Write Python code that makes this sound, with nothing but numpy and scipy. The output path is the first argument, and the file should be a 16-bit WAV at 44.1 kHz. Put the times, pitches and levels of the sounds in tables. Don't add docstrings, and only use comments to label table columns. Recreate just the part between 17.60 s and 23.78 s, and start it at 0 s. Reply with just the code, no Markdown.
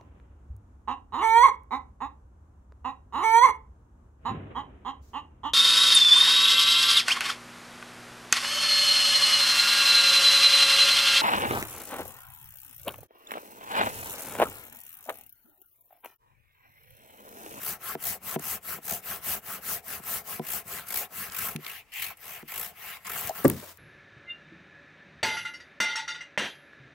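import sys
import numpy as np
from scipy import signal
from scipy.fft import rfft, irfft
from scipy.io import wavfile
from scipy.ndimage import uniform_filter1d

SR = 44100
rng = np.random.default_rng(int(sys.argv[2]) if len(sys.argv) > 2 else 0)


def unload_wav(signal):
    wavfile.write(
        sys.argv[1],
        SR,
        np.round(np.clip(np.atleast_2d(signal).T, -1, 1) * 32767).astype(np.int16),
    )


def elevation(decibels):
    levels = np.asarray(decibels, float)
    return 10 ** (levels / 20)


N = 272538

# (frequency [Hz], density [dB per Hz])
AIR_COLOUR = [(15, -27), (25, 3), (361, -12), (1180, -10), (1460, -15), (2250, -8), (3200, -22),
              (15700, -25)]
AIR_DB = -65
# (fastest moment [s], speed-up [s], slow-down [s], rasp [dB], ring at the kerf [dB])
PULLS = [(.088, .15, 0.11, -30, -43.5), (.484, .13, 0.12, -28.5, -44.5), (.912, .17, 0.1, -29, -43.5),
         (1.315, .13, 0.12, -30, -46), (1.707, .13, 0.12, -27.5, -42), (2.112, 0.14, 0.12, -28.5, -43),
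         (2.525, .15, 0.13, -29.5, -43.5), (2.942, .17, 0.11, -29.5, -43), (3.385, .18, 0.11, -29, -42.5),
         (3.826, 0.19, 0.17, -30.5, -40.5), (4.43, 0.2, 0.14, -36, -39.5), (5.0, 0.28, 0.16, -35, -44),
         (5.57, .3, 0.28, -34.5, -41)]
# (fastest moment [s], speed-up [s], slow-down [s], rasp [dB], ring at the kerf [dB])
PUSHES = [(0.289, 0.13, 0.12, -33.5, -42), (0.707, 0.13, 0.14, -33, -42.5),
          (1.11, 0.13, 0.12, -33.0, -43.5), (1.511, 0.13, 0.13, -33.5, -42.5),
          (1.919, 0.14, 0.12, -34.5, -43), (2.33, 0.14, 0.11, -33.5, -44), (2.716, 0.11, 0.14, -34, -46.0),
          (3.136, 0.13, 0.16, -35, -43.5), (3.606, 0.15, 0.16, -34.3, -43.5),
          (4.103, 0.17, 0.18, -42, -43.5), (4.711, 0.2, 0.17, -41, -46), (5.276, 0.21, 0.22, -42, -44.5),
          (5.786, 0.14, 0.17, -40, -47)]
# powers of blade speed, and drift over the stroke in dB per s
RASP_POWER, KERF_POWER, POLE_POWER = (2.97, 3.34), (1.9, 2.71), (1.72, 1.65)
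RASP_LEAN_DB_PER_S, KERF_LEAN_DB_PER_S, POLE_LEAN_DB_PER_S = (24, 9), (5, 31.5), (34, 21)
POLE_DB, POLE_FOLLOWS, REFERENCE_RASP_DB = (-42.5, -45), 0.32, -31.5
DRAG_DB = (-84, -82.5, -77.5)
# (time [s], held [s], level [dB], time to set in [s])
JAMS = [(0.352, 0.022, -13, .004), (.758, 0.03, -19, .004), (2.794, 0.019, -12, 0.0055),
        (3.69, 0.019, -9, 0.024), (3.95, 0.022, 2, .004), (4.209, 0.11, -13.5, .05),
        (4.417, .03, 4, 0.0036), (4.825, .052, -15.5, 0.0064), (5.369, .078, -14, 0.031),
        (5.695, 0.053, -6.5, 0.0053), (5.842, .4, -67, 0.0041)]
# (time [s], gape [0 tight to 1 open])
SAG = [(0, 0.1), (3.9, 0.14), (4.06, 0.41), (4.2, 1), (4.34, 0.95), (4.45, 0.51), (4.7, 0.47), (5., 0.31),
       (5.3, 0.5), (5.47, 0.22), (5.8, 0.14)]
PULL_GAPE = 0.14
POLE_SAG_DB = -8.5
# (first bite [s], end [s], rate at start [bites per s], rate at end [bites per s], depth [dB])
CHATTER = [(0.017, 0.1, 53, 83, 3.4), (0.427, 0.48, 69, 65, 5.0), (0.695, 0.755, 53, 75, 2.6),
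           (0.825, 0.9, 59, 83, 2.3), (1.266, 1.36, 59, 91, 4.6), (2.851, 2.95, 47, 75, 4.5),
           (3.128, 3.21, 93, 117, 2.7), (3.286, 3.39, 43, 73, 6.2), (3.731, 3.82, 55, 43, 5.3),
           (3.869, 3.94, 49, 35, 2.6), (4.05, 4.13, 65, 51, 3.6), (4.399, 4.53, 35, 63, 3.2),
           (4.618, 4.8, 81, 67, 2.8), (4.901, 5.09, 45, 69, 4.8), (5.475, 5.55, 35, 67, 5.2)]
# (frequency [Hz], density [dB per Hz])
RASP_COLOUR = [(1470, -24), (2500, -13), (2870, -12.5), (4250, -13.5), (6440, -9), (7060, -10.5),
               (7800, -7), (8890, -10), (12700, -1), (15700, -2.5)]
# (frequency [Hz], width [Hz], level tight [dB], level open [dB])
KERF_MODES = [(1067, 76, -1, -7), (1320, 93, 2, -7.5), (1635, 310, 1, 1), (2139, 370, -2, 11.5),
              (2736, 520, -3, 11.5), (4800, 3000, -6, 5)]
# (frequency [Hz], width [Hz], level tight [dB], level open [dB])
POLE_MODES = [(60, 45, -3.5, 1.5), (192, 79, 3, -10.5), (403, 34, 0, -4.5), (469, 120, 1, -4),
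              (700, 92, 4.5, 9.5), (863, 140, 1, 11)]
# (frequency [Hz], level [dB], t60 [s])
STRUCK_MODES = [(150, 7.5, 0.13), (229.5, 8.5, 0.088), (296, -1.5, 0.16), (371.6, 9, 0.095),
                (478, 6, 0.081), (670, 11.5, 0.059), (776, 17, 0.022), (995, 8.5, 0.078), (1335, -17, .018),
                (1610, -18, .02), (2115, -20, .06)]
# (time [s], peak [dB], centre of colour [Hz], width [octaves], ring time [factor])
KNOCKS = [(0.3506, -24.5, 412, 1.03, 0.84), (0.7596, -18.5, 332, 1.5, 0.89), (0.7937, -35.5, 200, 1.9, .65),
          (1.1836, -39, 525, 1.5, 1), (1.992, -51, 310, 1.2, 0.63), (2.397, -41.5, 310, 2.4, 0.85),
          (2.7946, -22.5, 252, 1.9, 1.13), (3.9512, -27, 150, 1, 1.36), (3.987, -40, 340, 0.56, .75),
          (4.828, -39, 270, 1, 1.1), (5.6946, -22.5, 700, 0.13, 1.3), (5.7072, -27, 700, 0.4, 0.63),
          (6.0287, -47, 410, 2.4, 0.41)]
# (time [s], level [dB], length [s], centre [Hz])
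SNAPS = [ (.3525, -35, .003, 1400), (.7605, -33, .0046, 1200), (.7955, -37, .003, 9000),
         (1.2545, -39, .004, 12000), (2.2825, -35, .004, 13000), (2.4385, -46, .003, 9000),
         (2.7955, -37, .0025, 1500), (3.0805, -42, .004, 10700), (3.2705, -43, .005, 9000),
         (3.2865, -38, .012, 11000), (3.6995, -42, .003, 4000), (3.7218, -38, .003, 6000),
         (3.7905, -34, .005, 11100), (3.8732, -27, .001, 13000), (3.9622, -34, .004, 2300),
         (3.9624, -34, .002, 10000), (4.0475, -42, .006, 3000), (4.0655, -32, .005, 2200),
         (4.3385, -42, .005, 9000), (4.5725, -51, .008, 12000), (4.8285, -45, .0034, 1200),
         (4.9995, -35, .004, 13000), (5.4695, -38, .0056, 6600),
         (5.6112, -28, .0012, 13000), (5.6737, -26, .002, 12000), (5.6807, -38, .0025, 7000),
         (5.6942, -33, .0023, 5000), (5.8432, -29, .0017, 13000), (5.8457, -27, .0014, 14000),
         (5.8512, -36, .012, 7300), (5.8532, -28, .009, 1220), (5.876, -28, .06, 220),
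         (5.8809, -13, .0006, 14500), (5.8882, -38, .0008, 13000), (5.8999, -16, .0007, 13000),
         (5.9002, -35, .005, 2200), (5.93, -39, .08, 150), (6.032, -46, .03, 500),
         (6.1732, -46, .002, 14000)]
SNAP_SPREAD, WIDEST_HZ = 1.16, 9000
# (frequency [Hz], level [dB], t60 [s])
DROP_MODES = [(88.8, -13, 0.86), (143.7, -2.5, 0.22), (200, -8, 0.28), (282.7, 7.5, 0.079),
              (337, 2.5, 0.097), (410, -2, 0.082), (540, 5, 0.05), (668, 2.5, 0.053), (883, -11.5, 0.11),
              (1010, -5.5, 0.062), (1184, -5, 0.096), (1646, -4.5, 0.077)]
# (time [s], peak [dB], centre of colour [Hz], width [octaves], ring time [factor])
DROP_BLOWS = [
    (5.8453, -10, 380, 1.5, 1.4),
    (5.8477, -9, 900, 4.9, 0.57),
    (5.853, -9, 337, 0.87, 1),
    (5.8609, -26, 350, 2.5, 0.67),
    (5.9008, -26, 800, 1.3, 0.11),
]
# (time [s], level [dB], played at -44 dB at most)
SETTLE = [
    (5.84, -30),
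    (5.85, -19),
    (5.868, -38),
    (5.904, -31),
    (5.91, -41),
    (6.118, -47),
    (6.134, -56.5),
    (6.18, -63),
]
# (frequency [Hz], density [dB per Hz])
RUSTLE_COLOUR = [(180, -40), (300, -17), (372, -13), (493, -17), (675, -11), (784, -26), (940, -12),
                 (3000, -19), (10700, -21.5), (15700, -16.5)]
# (frequency [Hz], left-right likeness [0 to 1], left minus right [dB])
PORTS = [(30, 0.5, 26), (90.5, 0.98, 0), (350, 0.84, 0.8), (700, 0.73, 2), (1510, 0.77, 2),
         (2940, 0.32, 1.2), (6030, 0.3, 3.5), (11100, 0.79, 1), (15200, 0.26, 7.5)]


def evened(x):
    return x / np.sqrt(np.mean(x ** 2) + 1e-20)


def shaped(x, gain):
    return irfft(rfft(x, axis=-1) * gain, N, axis=-1)


def read(points, column=1):
    table = np.transpose(points)
    bins_hz = np.fft.rfftfreq(N, 1 / SR)
    return np.interp(np.log(bins_hz + 1), np.log(table[0] + 1), table[column])


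def resonate(x, hz, width):
    r = np.exp(-np.pi * width / SR)
    poles = [1, -2 * r * np.cos(2 * np.pi * hz / SR), r * r]
    return np.sqrt(1 - r) * signal.lfilter([1, 0, -r], poles, x)


def add(mix, s, sound):
    part = mix[..., round(s * SR):][..., :sound.shape[-1]]
    part += sound[..., :part.shape[-1]]


def grit(spread_db, flicker_db, flicker_s):
    size = elevation(spread_db * np.minimum(rng.exponential(1, N), 6))
    flicker = evened(uniform_filter1d(rng.standard_normal(N), max(int(flicker_s * SR), 2)))
    return evened(rng.standard_normal((2, N)) * size * elevation(flicker_db * flicker))


def still_air():
    return elevation(AIR_DB) * evened(shaped(rng.standard_normal((2, N)), elevation(read(AIR_COLOUR))))


def stroke(crest, rise, fall):
    t = np.arange(N) / SR - crest
    phase = np.clip(np.where(t < 0, t / rise, t / fall), -1, 1)
    return t, np.cos(np.pi / 2 * phase).clip(0)


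def effort():
    t = np.arange(N) / SR
    power = np.zeros((3, N)) + elevation(2 * np.array(DRAG_DB))[:, None]
    pulling = np.zeros(N)
    for way, rows in enumerate((PULLS, PUSHES)):
        powers = RASP_POWER[way], KERF_POWER[way], POLE_POWER[way]
        leans = RASP_LEAN_DB_PER_S[way], KERF_LEAN_DB_PER_S[way], POLE_LEAN_DB_PER_S[way]
        for crest, rise, fall, rasp_db, kerf_db in rows:
            u, speed = stroke(crest, rise, fall)
            on = speed > 1e-4
            u, speed = u[on], speed[on]
            pole_db = POLE_DB[way] + POLE_FOLLOWS * (rasp_db - REFERENCE_RASP_DB)
            for k, db in enumerate((rasp_db, kerf_db, pole_db)):
                power[k, on] += (elevation(db + leans[k] * u) * speed ** powers[k]) ** 2
            if rows is PULLS:
                pulling[on] += np.sqrt(speed)
    held_db = sum(db * np.clip((t - s) / sink, 0, 1) * (t < s + held) for s, held, db, sink in JAMS)
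    gape = np.interp(t, *np.transpose(SAG)) + PULL_GAPE * pulling
    power[2] *= elevation(2 * POLE_SAG_DB * gape)
    return np.sqrt(power) * elevation(uniform_filter1d(held_db, size=200)), gape


def chatter():
    swing_db = np.zeros(N)
    for start, end, rate0, rate1, depth_db in CHATTER:
        t = np.arange(-.008, end - start, 1 / SR)
        turn = 2 * np.pi * (rate0 * t + (rate1 - rate0) * t ** 2 / (2 * (end - start)))
        bite = np.cos(turn) - .3 * np.sin(2 * turn)
        bite *= np.linspace(1.25, .65, len(t)) * signal.windows.tukey(len(t), .4)
        add(swing_db, start + t[0], depth_db * bite)
    return swing_db


def ring(drive, modes, opened, band_hz):
    drive = drive * rng.choice([-1., 1.], N)
    gains = [elevation(tight_db + (open_db - tight_db) * opened) for _, _, tight_db, open_db in modes]
    total = np.sqrt(sum(g ** 2 for g in gains))
    out = 0
    for k, (mode, gain) in enumerate(zip(modes, gains)):
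        out = out + (-1) ** k * resonate(drive * gain / total, mode[0], mode[1])
    return signal.sosfilt(signal.butter(2, band_hz, "bandpass", fs=SR, output="sos"), out)


def grain(x, patchy_db):
    z = signal.stft(x, nperseg=256)[2]
    patches = uniform_filter1d(rng.standard_normal(z.shape[1:]), size=3, axis=0)
    patches = evened(uniform_filter1d(patches, size=12, axis=1))
    gain = elevation(patchy_db * patches - 0.15 * patchy_db ** 2)
    return signal.istft(z * gain, nperseg=256)[1][:, :N]


def saw():
    (tear, cut, hum), opened = effort()
    bounce_db = chatter()
    teeth = grit(spread_db=1.5, flicker_db=0.73, flicker_s=0.0029)
    hiss = elevation(read(RASP_COLOUR))
    rasp = shaped(teeth * tear * elevation(bounce_db), hiss / np.sqrt(np.mean(hiss ** 2)))
    kerf = ring(teeth * cut * elevation(0.76 * bounce_db), KERF_MODES, opened, band_hz=(800, 4600))
    pole = ring(teeth * hum * elevation(0.82 * bounce_db), POLE_MODES, opened, band_hz=(60, 950))
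    return grain(rasp + elevation(3.0) * kerf + elevation(0.5) * pole, patchy_db=2.5)


def knocks(modes, blows):
    out, t = np.zeros(N), np.arange(SR // 2) / SR
    hz, db, t60 = np.transpose(modes + modes)[:, :, None]
    sign = (-1) ** (np.arange(len(hz))[:, None] % len(modes))
    contact = np.hanning(30)
    chances = rng.standard_normal((len(blows), 2, len(hz), 1))
    for (s, peak_db, centre_hz, octaves, long), (detune, uneven) in zip(blows, chances):
        reach_db = -6 * (np.log2(hz / centre_hz) / octaves) ** 2
        decay = elevation(db + reach_db - 60 * t / (t60 * long))
        swing = sign * elevation(1.5 * uneven) * np.sin(2 * np.pi * hz * (1 + .018 * detune) * t)
        wave = np.convolve((decay * swing).sum(0), contact)
        add(out, s, elevation(peak_db) * wave / abs(wave).max())
    out = signal.sosfilt(signal.butter(2, 90, "highpass", fs=SR, output="sos"), out)
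    return np.array([out, signal.hilbert(out).imag])


def snaps():
    out, t = np.zeros((2, N)), np.arange(9000) / SR
    events = SNAPS
    noises = rng.standard_normal((len(events), 2, len(t)))
    for (s, db, length, hz), noise in zip(events, noises):
        u = 3 * t / length
        width = min(SNAP_SPREAD * hz, WIDEST_HZ)
        burst = evened(resonate(resonate(noise, hz, width), hz, width))
        add(out, s - length / 3, elevation(db) * burst * u * np.exp(1 - u))
    return out


def rustle():
    s, db = np.transpose(SETTLE)
    slips = grit(spread_db=2.0, flicker_db=1.5, flicker_s=0.0065)
    level_db = np.interp(np.arange(N) / SR, s, np.minimum(db, -44), left=-110)
    return evened(shaped(slips, elevation(read(RUSTLE_COLOUR)))) * elevation(level_db)


def scene():
    field = still_air() + saw() + knocks(STRUCK_MODES, KNOCKS) + snaps()
    field = field + knocks(DROP_MODES, DROP_BLOWS) + rustle()
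    same = np.clip(read(PORTS), 0, 1)
    lean = elevation(read(PORTS, column=2) / 2)
    left = shaped(field[0], lean)
    right = shaped(field[0], same / lean) + shaped(field[1], np.sqrt(1 - same ** 2) / lean)
    return elevation(1.0) * np.array([left, right])


def band_limit(x):
    return signal.sosfilt(signal.butter(12, 16990, fs=SR, output="sos"), x)


def record(dry):
    cut = signal.sosfilt(signal.butter(3, 58, "highpass", fs=SR, output="sos"), dry)
    main, shelf = (signal.firwin(511, hz, window=("kaiser", 7), fs=SR) for hz in (15830, 16550))
    edge = main + elevation(-21) * (shelf - main)
    mix = signal.oaconvolve(cut, edge[None], "same")
    return band_limit(mix)


dry = scene()
out = record(dry)
unload_wav(out)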